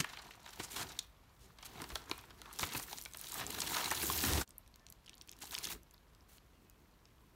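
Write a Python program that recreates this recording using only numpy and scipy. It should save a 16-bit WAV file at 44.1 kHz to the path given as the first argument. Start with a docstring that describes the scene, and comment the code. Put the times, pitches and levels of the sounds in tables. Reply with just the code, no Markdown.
"""Small quiet room with faint hum, heard close up: a hand settles on and reaches past crumpled packing paper
in a cardboard box (grain rustle, noise-burst snaps, band-noise slides, decaying-sine knocks), grips a parcel
and drags it out as the box rumbles and booms (filtered noise). At 4.45 s the level dips briefly and the
paper's echoes stop; then plastic film ticks (short noise bursts), faint sine whistles pass, and the parcel
is laid on a soft floor at about 5.4 s with rustle and knocks. Sparse ticks and room tone end it."""
import sys
import numpy as np
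from scipy import signal
from scipy.fft import rfft, irfft, next_fast_len
from scipy.io import wavfile
from scipy.ndimage import uniform_filter1d

SR = 44100
rng = np.random.default_rng(int(sys.argv[2]) if len(sys.argv) > 2 else 0)


def unload_wav(signal):
    """Save mono or channel-first audio to the path in sys.argv[1] as 16-bit WAV at rate SR, clipped to [-1, 1]."""
    wavfile.write(
        sys.argv[1],
        SR,
        np.round(np.clip(np.atleast_2d(signal).T, -1, 1) * 32767).astype(np.int16),
    )


N = 324129

# room tone spectrum: [f/Hz, relative level/dB]
AIR_COLOUR = [(15, -60), (25, -27.5), (53, 1), (80, -11.5), (163, -15.5), (378, -27), (651, -25.5),
              (809, -28.5), (1030, -25), (1430, -29.5), (2460, -33.5), (10100, -46.5), (11600, -38.5),
              (16500, -52)]
AIR_RMS_DB = -62.5
# low hum: (mean f/Hz, level/dB before wavering)
HUM = (37, -70)
# faint distant whistles: [t/s, length/s, f/Hz, rms level/dB]
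WHISTLES = [(4.787, 0.082, 1770, -77), (5.094, 0.051, 1780, -75), (6.525, 0.091, 2810, -83),
            (6.65, .12, 2550, -83)]
# short slides of sheet on sheet: [t/s, length/s, level/dB before shaping, centre f/Hz, half width/octaves]
SLIDES = [(0, 0.0038, -20.5, 2570, 1.8), (0.042, 0.0027, -53, 4500, 0.97), (0.586, 0.07, -52, 3050, 1.5),
          (0.182, 0.0091, -50, 4330, 0.15), (0.625, 0.028, -46.5, 7160, 0.55),
          (0.701, .045, -48.5, 4900, 1.5), (0.752, 0.052, -44, 3480, 1.8), (0.794, 0.037, -44.5, 3400, 1.7),
          (1.401, 0.062, -67.5, 4970, 1.2), (1.644, 0.022, -47.5, 3970, 1.8),
          (2.061, 0.056, -61, 1280, 0.45), (2.444, 0.074, -59.5, 1090, 0.3),
          (2.607, 0.017, -40.5, 5000, 6.6), (2.633, 0.012, -43, 2440, 0.78),
          (4.244, 0.0091, -36.5, 2000, 2.3), (4.275, 0.16, -42.5, 3730, 1.85),
          (5.411, 0.022, -47.5, 4900, 1.3), (5.628, 0.027, -41, 5100, 1.14), (5.694, 0.04, -43, 4340, 3.3),
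          (6.281, 0.096, -62, 5860, 3.9)]
# five hand strokes (settle, reach in, grip, drag out, lay down), each: [t/s, rustle level/dB, brightness/dB]
STROKES = [
    [(0, -65, 0), (.07, -59, -5), (.3, -63, -4.5), (.42, -65, -7), (.5, -60.5, 0), (.58, -59, 0),
     (.68, -58, -2), (.8, -49.5, -11), (.88, -58.5, -1), (1.0, -63.5, 2), (1.1, -81, 14)],
    [(1.35, -78.5, 15), (1.47, -72, -6), (1.56, -76, 4), (1.65, -63, -2), (1.72, -61, -3.5),
     (1.81, -57.5, -18), (1.88, -62, 4), (1.98, -60, 4), (2.04, -67, -2), (2.12, -63, 2), (2.2, -66, 0),
     (2.36, -71, -3), (2.43, -67, 0), (2.5, -61, -9)],
    [(2.52, -63, -4), (2.62, -52.5, 7.5), (2.7, -54, -3.5), (2.77, -51.5, 7), (2.86, -61.5, 8),
     (2.93, -54, 5.5), (3.02, -63, 11), (3.1, -70.5, 13), (3.17, -61.5, 5), (3.3, -55.5, 7)],
    [(3.32, -54, 0), (3.39, -46, -2.5), (3.46, -58, -2), (3.53, -49.5, 0.5), (3.66, -48.5, 0),
     (3.8, -41, -7.5), (3.9, -47, -2), (3.99, -46, 2), (4.06, -47, 7), (4.13, -46, 5), (4.21, -45.5, 3.5),
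     (4.28, -39, -4), (4.4, -56, -17), (4.45, -77, -10)],
    [(5.36, -75, -3), (5.4, -71, 1), (5.43, -53, -4), (5.5, -63, 11.5), (5.53, -48.5, -7), (5.6, -53.5, 1),
     (5.72, -51.5, 1), (5.77, -67.5, 7), (5.82, -84, 0)],
]
REST_DB, SETTLE_S = -78, .06  # faint stir between strokes; ramp outside each stroke
# rustling sheet spectrum: [f/Hz, relative level/dB]
SHEET_COLOUR = [(200, -14), (350, -3), (800, 2.5), (1300, 2.5), (2000, 1), (4000, 4), (8600, 2.5),
                (14000, 4.5), (16500, 4.5)]
DULL_HZ, BRIGHT_HZ = 1500, 7000  # crossovers
# dull part: level at -60 dB rustle, dB per dB of rustle, dB lost per dB of brightness
DULL_DB, DULL_FOLLOW, DULL_TILT = -63, 0.78, .6
BRIGHT_DB, BRIGHT_FOLLOW = -60.5, 1.375  # level at -58 dB rustle, dB per dB of rustle
# box walls and enclosed air, spectrum: [f/Hz, relative level/dB]
BOX_COLOUR = [(40, -25), (70, 0), (110, -3), (170, -3.5), (220, -4), (300, -2), (410, -4), (600, -13.5),
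              (900, -26)]
# changing load on the box walls: [t/s, rumble level/dB]
WALL_LOAD = [(0, -70), (.3, -66), (.55, -84), (.7, -63), (.8, -48), (1.05, -76.5), (1.38, -80), (1.46, -63),
             (1.58, -74.5), (1.82, -51), (1.88, -61), (2.2, -67), (2.7, -61), (3.2, -71.5), (3.39, -54),
             (3.48, -52.5), (4.0, -53), (4.05, -49), (4.21, -54), (4.28, -41.5), (4.41, -38), (4.46, -61),
             (4.55, -81), (5.38, -66), (5.52, -63.5), (5.7, -58.5), (5.8, -71.5), (7.35, -68.5)]
# knocks on box wall and floor: [t/s, ring level/dB before its rise, f/Hz, t60/s, rumble swell/dB]
KNOCKS = [(.002, -30, 163, 0.056, -44.5), (0.6, -30, 320, 0.012, -46.5), (1.926, -38, 55.4, 0.12, -55),
          (2.114, -28, 316, 0.021, -53), (2.629, -34.5, 87.5, 0.068, -46), (2.758, -43, 114, 0.16, -48.5),
          (2.93, -33.5, 820, 0.022, -64), (3.912, -24, 1800, 0.018, -76), (3.915, -32, 884, 0.036, -73),
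          (4.037, -34, 332, 0.063, -63), (4.099, -24, 1070, 0.023, -50), (4.237, -33.5, 272, 0.08, -47.5),
          (5.436, -35.5, 830, 0.018, -56), (5.738, -43, 57.4, 0.06, -49.5)]
LEAD_DB_PER_S, FADE_DB_PER_S = 684, 387  # rumble swell into and out of a knock
# parcel's weight dragging the box bottom: [t/s, boom level/dB]
HEAVE = [(3.85, -67), (3.874, -65), (3.918, -55), (4.222, -49), (4.324, -33.5), (4.402, -42), (4.45, -58)]
# whole box flexing: (f/Hz, width/Hz)
BOOM = (72, 15)
# room decay: [f/Hz, t60/s]
ROOM_DECAY = [(300, 0.38), (1300, 0.53), (3500, 0.26), (9000, 0.096), (16000, 0.12)]
# buckling paper creases: [t/s, peak level/dB, centre f/Hz, dull part re peak/dB, t60/s]
SNAPS = [(0.0435, -27, 1980, -4.5, 0.022), (0.096, -41, 3150, -5, 0.045), (0.1297, -39, 3350, -3.5, 0.072),
         (.171, -37, 2600, -6, 0.025), (.19, -45, 3800, 1, 0.055), (.221, -42.5, 5450, -11, 0.028),
         (.249, -47, 3200, -11, .025), (0.3074, -39.5, 2180, -12, 0.034), (0.4616, -39, 2920, -2.5, 0.011),
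         (0.474, -45.5, 2630, -3.5, 0.05), (.4896, -46, 6000, -3, .02), (.5282, -44, 3600, -6, 0.055),
         (.5582, -49, 5440, -18, 0.024), (0.5964, -36, 3130, 1.5, .049), (.718, -35, 7670, -18, 0.011),
         (0.7603, -34, 3400, -2.5, 0.061), (.81, -31.5, 4930, -4, 0.045), (0.8872, -40, 5300, -14, 0.062),
         (0.9004, -45, 3850, 1.5, 0.085), (0.9895, -20.5, 5000, -33, 0.018), (1.585, -45, 3020, -5, 0.025),
         (1.626, -38.5, 3570, -5, 0.041), (1.656, -44.5, 5330, -10, .032), (1.8004, -43, 2600, 6.5, .014),
         (1.818, -32.5, 7200, -8, 0.0086), (1.8405, -34.5, 3630, -5.5, 0.015),
         (1.8907, -39, 7140, -21, 0.012), (1.9016, -40.5, 4370, 1, 0.018), (1.9174, -42, 2930, -4, 0.024),
         (1.9552, -24.5, 3650, -6.5, 0.018), (2.0966, -34.5, 7000, -5.5, 0.0018),
         (2.1132, -24, 3290, -6.5, 0.011), (2.178, -41, 10620, -4, .015), (2.187, -45, 3940, -2, .049),
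         (2.211, -47, 10290, -23, 0.0085), (2.2375, -50, 2030, 4, 0.019), (2.3046, -45, 3320, -2, .027),
         (2.3892, -52, 9000, -17, .008), (2.417, -33.5, 4870, -12, 0.0019), (2.457, -44, 2490, -2.5, 0.013),
         (2.5286, -36.5, 8060, -26, 0.0071), (2.5361, -40, 8050, -21, 0.0098),
         (2.5602, -44, 6350, -21, 0.01), (2.5887, -26, 7090, -19, 0.0063),
         (2.5938, -24.5, 4300, -10, 0.0091), (2.605, -30, 5600, -23, 0.02),
         (2.6294, -25, 3000, -0.5, 0.017), (2.6368, -28, 3920, -12, 0.024), (2.689, -39, 3720, -20, 0.032),
         (2.7204, -37, 3560, -31, 0.036), (2.7357, -31.5, 8170, -26, .007), (2.7477, -31, 2930, -3, 0.034),
         (2.775, -26.5, 7600, -35, 0.0033), (2.797, -29, 5860, -8, 0.0067), (2.8254, -36, 8400, -37, .035),
         (2.9291, -31, 3400, -14, 0.0098), (2.9844, -30.5, 5700, -13, .005),
         (3.0138, -33.5, 6300, -38, .004), (3.023, -37, 10600, -28, 0.0079), (3.037, -38, 8310, -30, 0.014),
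         (3.0521, -31.5, 6480, -41, 0.0029), (3.0582, -36, 2880, -4, 0.011),
         (3.1235, -48, 6880, -23, 0.0076), (3.1353, -34, 5600, -28, .006), (3.1456, -38, 3360, -4.5, 0.012),
         (3.1715, -32.5, 10680, -33, 0.0062), (3.1852, -41, 6170, -25, 0.0078),
         (3.1936, -36, 9420, -17, 0.0054), (3.2134, -27.5, 11800, -36, 0.0025),
         (3.243, -34.5, 3900, -11.5, 0.0095), (3.296, -38, 6120, -27, 0.0061), (3.32, -31, 8660, -27, .004),
         (3.342, -29, 9100, -25, 0.0053), (3.3943, -36.5, 2350, 1.5, .02), (3.407, -33, 2780, -2, 0.089),
         (3.4657, -26.5, 6800, -27.5, 0.0065), (3.504, -29, 8140, -40, 0.011),
         (3.526, -36, 8300, -22, .004), (3.5474, -31.5, 4730, -15, 0.01), (3.6029, -23, 6250, -28, 0.016),
         (3.617, -24.5, 4700, -12.5, 0.021), (3.6717, -30, 3130, -26, 0.01), (3.7504, -28, 6550, -32, .008),
         (3.812, -30, 3500, -4, 0.011), (3.879, -31, 9000, -26, .012), (3.905, -26, 6820, -15, .007),
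         (3.914, -25.5, 6500, -2, .012), (3.924, -31.5, 8550, -7, 0.011), (4.0298, -30.5, 6600, -4, 0.024),
         (4.0995, -28, 4140, -9, 0.019), (4.2371, -29.5, 3650, 2, 0.025), (4.3344, -19, 4700, -13, .003),
         (4.3732, -30, 3180, -4, 0.057), (4.41, -30, 5800, -0.5, 0.053)]
FIZZ_DB, FIZZ_T60_S = -8, 0.0058  # treble edge of every snap, level re its peak
# ticking plastic film: [t/s, peak level/dB, centre f/Hz, half width/octaves]
TICKS = [(4.4763, -39, 4930, .63), (4.491, -43, 9700, 0.76), (4.5063, -39, 6100, .84),
         (4.5814, -30.5, 11600, .2), (4.6622, -51, 3930, 0.65), (4.6766, -46, 5900, 0.82),
         (4.741, -44.5, 3700, .46), (4.7587, -41, 6550, 2.1), (4.7951, -53, 4700, 0.3),
         (4.8658, -35.5, 4640, .81), (4.8863, -46.5, 4260, 0.72), (4.9007, -36, 9860, .42),
         (4.924, -34, 7500, 1.2), (5.047, -55, 5650, .55), (5.061, -45, 5600, .67),
         (5.0655, -45, 4900, 0.58), (5.0779, -42, 3000, 0.24), (5.083, -43, 3390, 0.66),
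         (5.0945, -34.5, 4660, 0.82), (5.1318, -44.5, 2860, 0.24), (5.1413, -43, 3960, .53),
         (5.153, -43, 12390, 0.31), (5.1716, -50, 4830, .34), (5.1801, -42, 5460, 0.74),
         (5.2123, -35, 4000, 0.3), (5.2198, -41, 6600, 1.3), (5.275, -39.5, 7360, 1.4),
         (5.2856, -45, 2760, 0.39), (5.2925, -33.5, 5360, 0.64), (5.315, -35, 7960, 0.81),
         (5.3259, -40.5, 3640, 0.69), (5.3318, -42, 4040, 0.69), (5.3661, -49, 5670, .81),
         (5.3885, -41, 8700, 1.1), (5.405, -43, 9440, 0.34), (5.4209, -31, 4800, 0.63),
         (5.4264, -36.5, 4690, 0.86), (5.442, -36, 5710, 1.1), (5.454, -35, 5210, 0.98),
         (5.4704, -33, 8980, 1.1), (5.5093, -34, 4270, 0.36), (5.5205, -31, 5700, .95),
         (5.5269, -30, 5280, 1.2), (5.543, -25, 5410, 1.3), (5.5503, -20.5, 3640, 0.38),
         (5.5794, -27.5, 3630, 0.71), (5.5858, -21.5, 6040, 0.93), (5.6423, -22.5, 5240, 0.38),
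         (5.653, -25.5, 4070, 0.31), (5.6704, -26, 6160, 0.6), (5.687, -33, 4120, 0.44),
         (5.7239, -30.5, 4330, 0.51), (5.832, -49, 8750, .47), (5.91, -44, 5800, 1),
         (5.939, -46, 13400, .25), (5.9426, -45, 4400, .2), (5.979, -50, 3890, .34), (6.1487, -49, 4940, 1),
         (6.2076, -52, 4830, 0.23), (6.3703, -54, 6570, .95), (6.382, -44, 3220, 0.66),
         (6.698, -42, 9300, 1.1), (7.0545, -44.5, 4160, 0.44)]
# narrow dips in the microphone's colour: [f/Hz, width/Hz, depth/dB]
NOTCHES = [(572, 139, 5.5), (4960, 880, 2), (8300, 110, 53), (10420, 620, 9)]
# overall level, with a brief dip near 4.45 s: [t/s, gain/dB]
LEVEL = [(0, -1.5), (4.417, 0.5), (4.446, -15), (4.452, -19), (4.489, -2), (7.35, -3.5)]
PAPER_ECHO_END_S = 4.45
LOW_CUT_HZ, HIGH_CUT_HZ = 42, 15780


def gain_of(db):
    return 10 ** (np.asarray(db) / 20)


def evened(x):
    """Scales to rms 1."""
    return x / np.sqrt(np.mean(x ** 2) + 1e-20)


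def read(points, hz):
    """Interpolates a table over log frequency."""
    f, value = np.transpose(points)
    return np.interp(np.log(hz + 1), np.log(f + 1), value)


def add(mix, s, sound):
    part = mix[round(s * SR):][:len(sound)]
    part += sound[:len(part)]


def coloured(x, points):
    """Filters by a (Hz, dB) spectrum."""
    size = next_fast_len(len(x))
    hz = np.fft.rfftfreq(size, 1 / SR)
    return irfft(rfft(x, size) * gain_of(read(points, hz)), size)[:len(x)]


def drift(per_s):
    """Slow random wander of rms 1: noise averaged twice over 1/per_s seconds."""
    window = int(SR / per_s)
    return evened(uniform_filter1d(uniform_filter1d(rng.standard_normal(N), window), window))


def band(x, hz, octaves):
    """Band-pass, half width in octaves."""
    edges = hz / 2 ** octaves, min(hz * 2 ** octaves, .45 * SR)
    return signal.lfilter(*signal.butter(2, edges, "band", fs=SR), x)


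def crack(noise, hz, octaves, t60, rise=.0001):
    """Dying burst of noise in a band, peak 1; slower decays also rise more slowly."""
    t = np.arange(len(noise)) / SR
    attack = np.minimum(t / (rise + 0.061 * t60), 1)
    decay = gain_of(-60 * t / max(t60, .002))
    burst = band(noise * attack * decay, hz, octaves)
    return burst / abs(burst).max()


def air():
    """Room tone is coloured noise, hum a sine wavering in level and pitch, whistles sine arcs."""
    out = gain_of(AIR_RMS_DB) * evened(coloured(rng.standard_normal(N), AIR_COLOUR))
    hum_hz, hum_db = HUM
    hum_level = gain_of(hum_db + 1.9 * drift(7.1))
    hum_cycles = np.cumsum(hum_hz + 1.83 * drift(10.7)) / SR
    out += hum_level * evened(np.sin(2 * np.pi * hum_cycles))
    for s, length, hz, db in WHISTLES:
        t = np.arange(0, length, 1 / SR)
        arc = np.sin(np.pi * t / length)
        add(out, s, gain_of(db) * evened(arc * np.sin(2 * np.pi * hz * t)))
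    return out


def slides():
    """Sliding sheets: band hiss that catches at once, stutters and lets go."""
    out = np.zeros(N)
    t = np.arange(8192) / SR
    for s, length, db, hz, octaves in SLIDES:
        hiss, jitter = rng.standard_normal((2, 8192))
        shape = np.minimum(t / 0.0093, 1) * gain_of(-np.maximum(t - length, 0) * 2300)
        stutter = gain_of(2.0 * evened(uniform_filter1d(jitter, 90)))
        add(out, s, gain_of(db) * shape * stutter * evened(band(hiss, hz, octaves)))
    return out


def handling(column):
    """Stroke control (1 level, 2 brightness), at rest between strokes."""
    t = np.arange(N) / SR
    out = np.full(N, float((0, REST_DB, 0)[column]))
    for stroke in STROKES:
        s, value = np.transpose(stroke)[[0, column]]
        inside = np.clip(1 + np.minimum(t - s[0], s[-1] - t) / SETTLE_S, 0, 1)
        out += inside * (np.interp(t, s, value) - out)
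    return out


def patchy(x, patch_db):
    """The colour shifts in time-frequency patches as other folds take the strain."""
    z = signal.stft(x, nperseg=512)[2]
    patches = uniform_filter1d(rng.standard_normal(z.shape), size=9, axis=0)
    patches = uniform_filter1d(patches, size=6, axis=1)
    return signal.istft(z * gain_of(patch_db * evened(patches)), nperseg=512)[1][:N]


def split_bands(x):
    """Dull, middle and bright parts that sum to the whole."""
    size = next_fast_len(len(x))
    hz, z = np.fft.rfftfreq(size, 1 / SR), rfft(x, size)
    dull = 1 / (1 + (hz / DULL_HZ) ** 4)
    bright = 1 - 1 / (1 + (hz / BRIGHT_HZ) ** 4)
    return [irfft(z * share, size)[:len(x)] for share in (dull, 1 - dull - bright, bright)]


def rustle(creases_per_s=900, crowding=.45, spread_db=4.0, clump_db=0.8, rub_db=-3, t60_500hz_s=0.039):
    """Clumps of tiny creases, each a short burst in its own band, over the hiss of sheets sliding."""
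    level, brightness = handling(1), handling(2)
    crowd = np.clip(gain_of(crowding * (level + 57)), 1, 6)  # harder handling packs creases closer
    struck = rng.random(N) < creases_per_s * crowd / SR
    size = gain_of(spread_db * np.minimum(rng.exponential(1, N), 4)) * struck
    kind, grains = rng.integers(0, 32, N), np.zeros(N)
    for k, hz in enumerate(np.geomspace(500, 13000, 32)):
        t60 = t60_500hz_s * (500 / hz) ** 0.31  # higher bands die sooner
        grain = evened(crack(rng.standard_normal(768), hz, 0.69, t60, rise=0.00027))
        grains += signal.oaconvolve(size * (kind == k), hz ** 0.18 * grain)[:N]
    sheet = evened(grains / np.sqrt(crowd)) + gain_of(rub_db) * rng.standard_normal(N)
    clumped = patchy(sheet, patch_db=1.5) * gain_of(clump_db * drift(36))
    dull, middle, bright = split_bands(coloured(clumped, SHEET_COLOUR))
    dull_db = DULL_DB + DULL_FOLLOW * (level + 60) - DULL_TILT * brightness
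    bright_db = BRIGHT_DB + BRIGHT_FOLLOW * (level + 58) + brightness
    out = gain_of(level) * evened(middle)
    out += gain_of(dull_db) * evened(dull)
    return out + gain_of(bright_db) * evened(bright)


def load():
    """Rumble gain: changing load plus a swell around each knock."""
    t = np.arange(N) / SR
    gain = gain_of(np.interp(t, *np.transpose(WALL_LOAD)))
    for s, _, _, _, swell_db in KNOCKS:
        fall_db = np.maximum(LEAD_DB_PER_S * (s - t), FADE_DB_PER_S * (t - s))
        gain += gain_of(swell_db - fall_db)
    return gain


def box():
    """Walls rumble under load (noise), boom under the drag (resonance) and ring when knocked (sines)."""
    out = load() * gain_of(2.0 * drift(68)) * evened(coloured(rng.standard_normal(N), BOX_COLOUR))
    boom_hz, width_hz = BOOM
    boom = signal.lfilter(*signal.iirpeak(boom_hz, boom_hz / width_hz, SR), rng.standard_normal(N))
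    boom /= np.sqrt(uniform_filter1d(boom ** 2, 2500))  # a steady drag keeps it going
    s, db = np.transpose(HEAVE)
    out += gain_of(np.interp(np.arange(N) / SR, s, db, left=-120, right=-120)) * boom
    t = np.arange(8000) / SR
    for s, db, hz, t60, _ in KNOCKS:
        envelope = gain_of(db - 60 * t / t60) * np.minimum(t / 0.0013, 1)
        add(out, s, envelope * np.sin(2 * np.pi * hz * t))
    return out


def room(x):
    """Sparse echoes of random sign, each band dying at its own speed."""
    taps = np.zeros(SR // 2)
    at = np.arange(160, len(taps) - 20, 20)
    taps[at + rng.integers(0, 20, len(at))] = rng.choice([-1., 1.], len(at))
    hz, t, z = signal.stft(taps, SR, nperseg=256)
    decay = gain_of(-60 * t / read(ROOM_DECAY, hz)[:, None])
    tail = signal.istft(z * decay, SR, nperseg=256)[1]
    return signal.fftconvolve(x, tail / np.linalg.norm(tail))[:N]


def snaps():
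    """A crease lets go in a short burst with a treble edge; its dull part lingers in the box."""
    out = np.zeros(N)
    for s, db, hz, dull_db, t60 in SNAPS:
        main, dull, fizz = rng.standard_normal((3, 2048))
        add(out, s, gain_of(db) * crack(main, hz, 0.61, t60))
        add(out, s, gain_of(db + dull_db) * crack(dull, 1060, 0.84, t60 + 0.022))
        add(out, s, gain_of(db + FIZZ_DB) * crack(fizz, 9600, 0.37, FIZZ_T60_S))
    return out


def ticks():
    """Stiff film flips with a dry tick: a noise burst of 6.7 ms t60."""
    out = np.zeros(N)
    for s, db, hz, octaves in TICKS:
        add(out, s, gain_of(db) * crack(rng.standard_normal(512), hz, max(octaves, .1), 0.0067, rise=0.0003))
    return out


def scene():
    """Direct sounds and echoes pass the microphone's dips; air joins after."""
    paper, film = snaps() + slides(), ticks()
    near = paper + film + rustle() + box()
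    near += gain_of(-15.5) * room(paper) * (np.arange(N) < PAPER_ECHO_END_S * SR)
    near += gain_of(-16) * room(film)
    for hz, width, db in NOTCHES:  # a notch mixed with its input sets the depth
        dip = signal.lfilter(*signal.iirnotch(hz, hz / width, SR), near)
        near = dip + gain_of(-db) * (near - dip)
    return (near + air())[None]


def record(dry):
    """Overall level with its brief dip, then the band limits."""
    s, db = np.transpose(LEVEL)
    out = dry * gain_of(np.interp(np.arange(N) / SR, s, db))
    low_cut = signal.butter(2, LOW_CUT_HZ, "high", fs=SR, output="sos")  # the capsule loses the deepest bass
    out = signal.sosfilt(low_cut, out)
    high_cut = signal.firwin(511, HIGH_CUT_HZ, window=("kaiser", 9), fs=SR)
    return signal.oaconvolve(out, high_cut[None], "same")


dry = scene()
out = record(dry)
unload_wav(out)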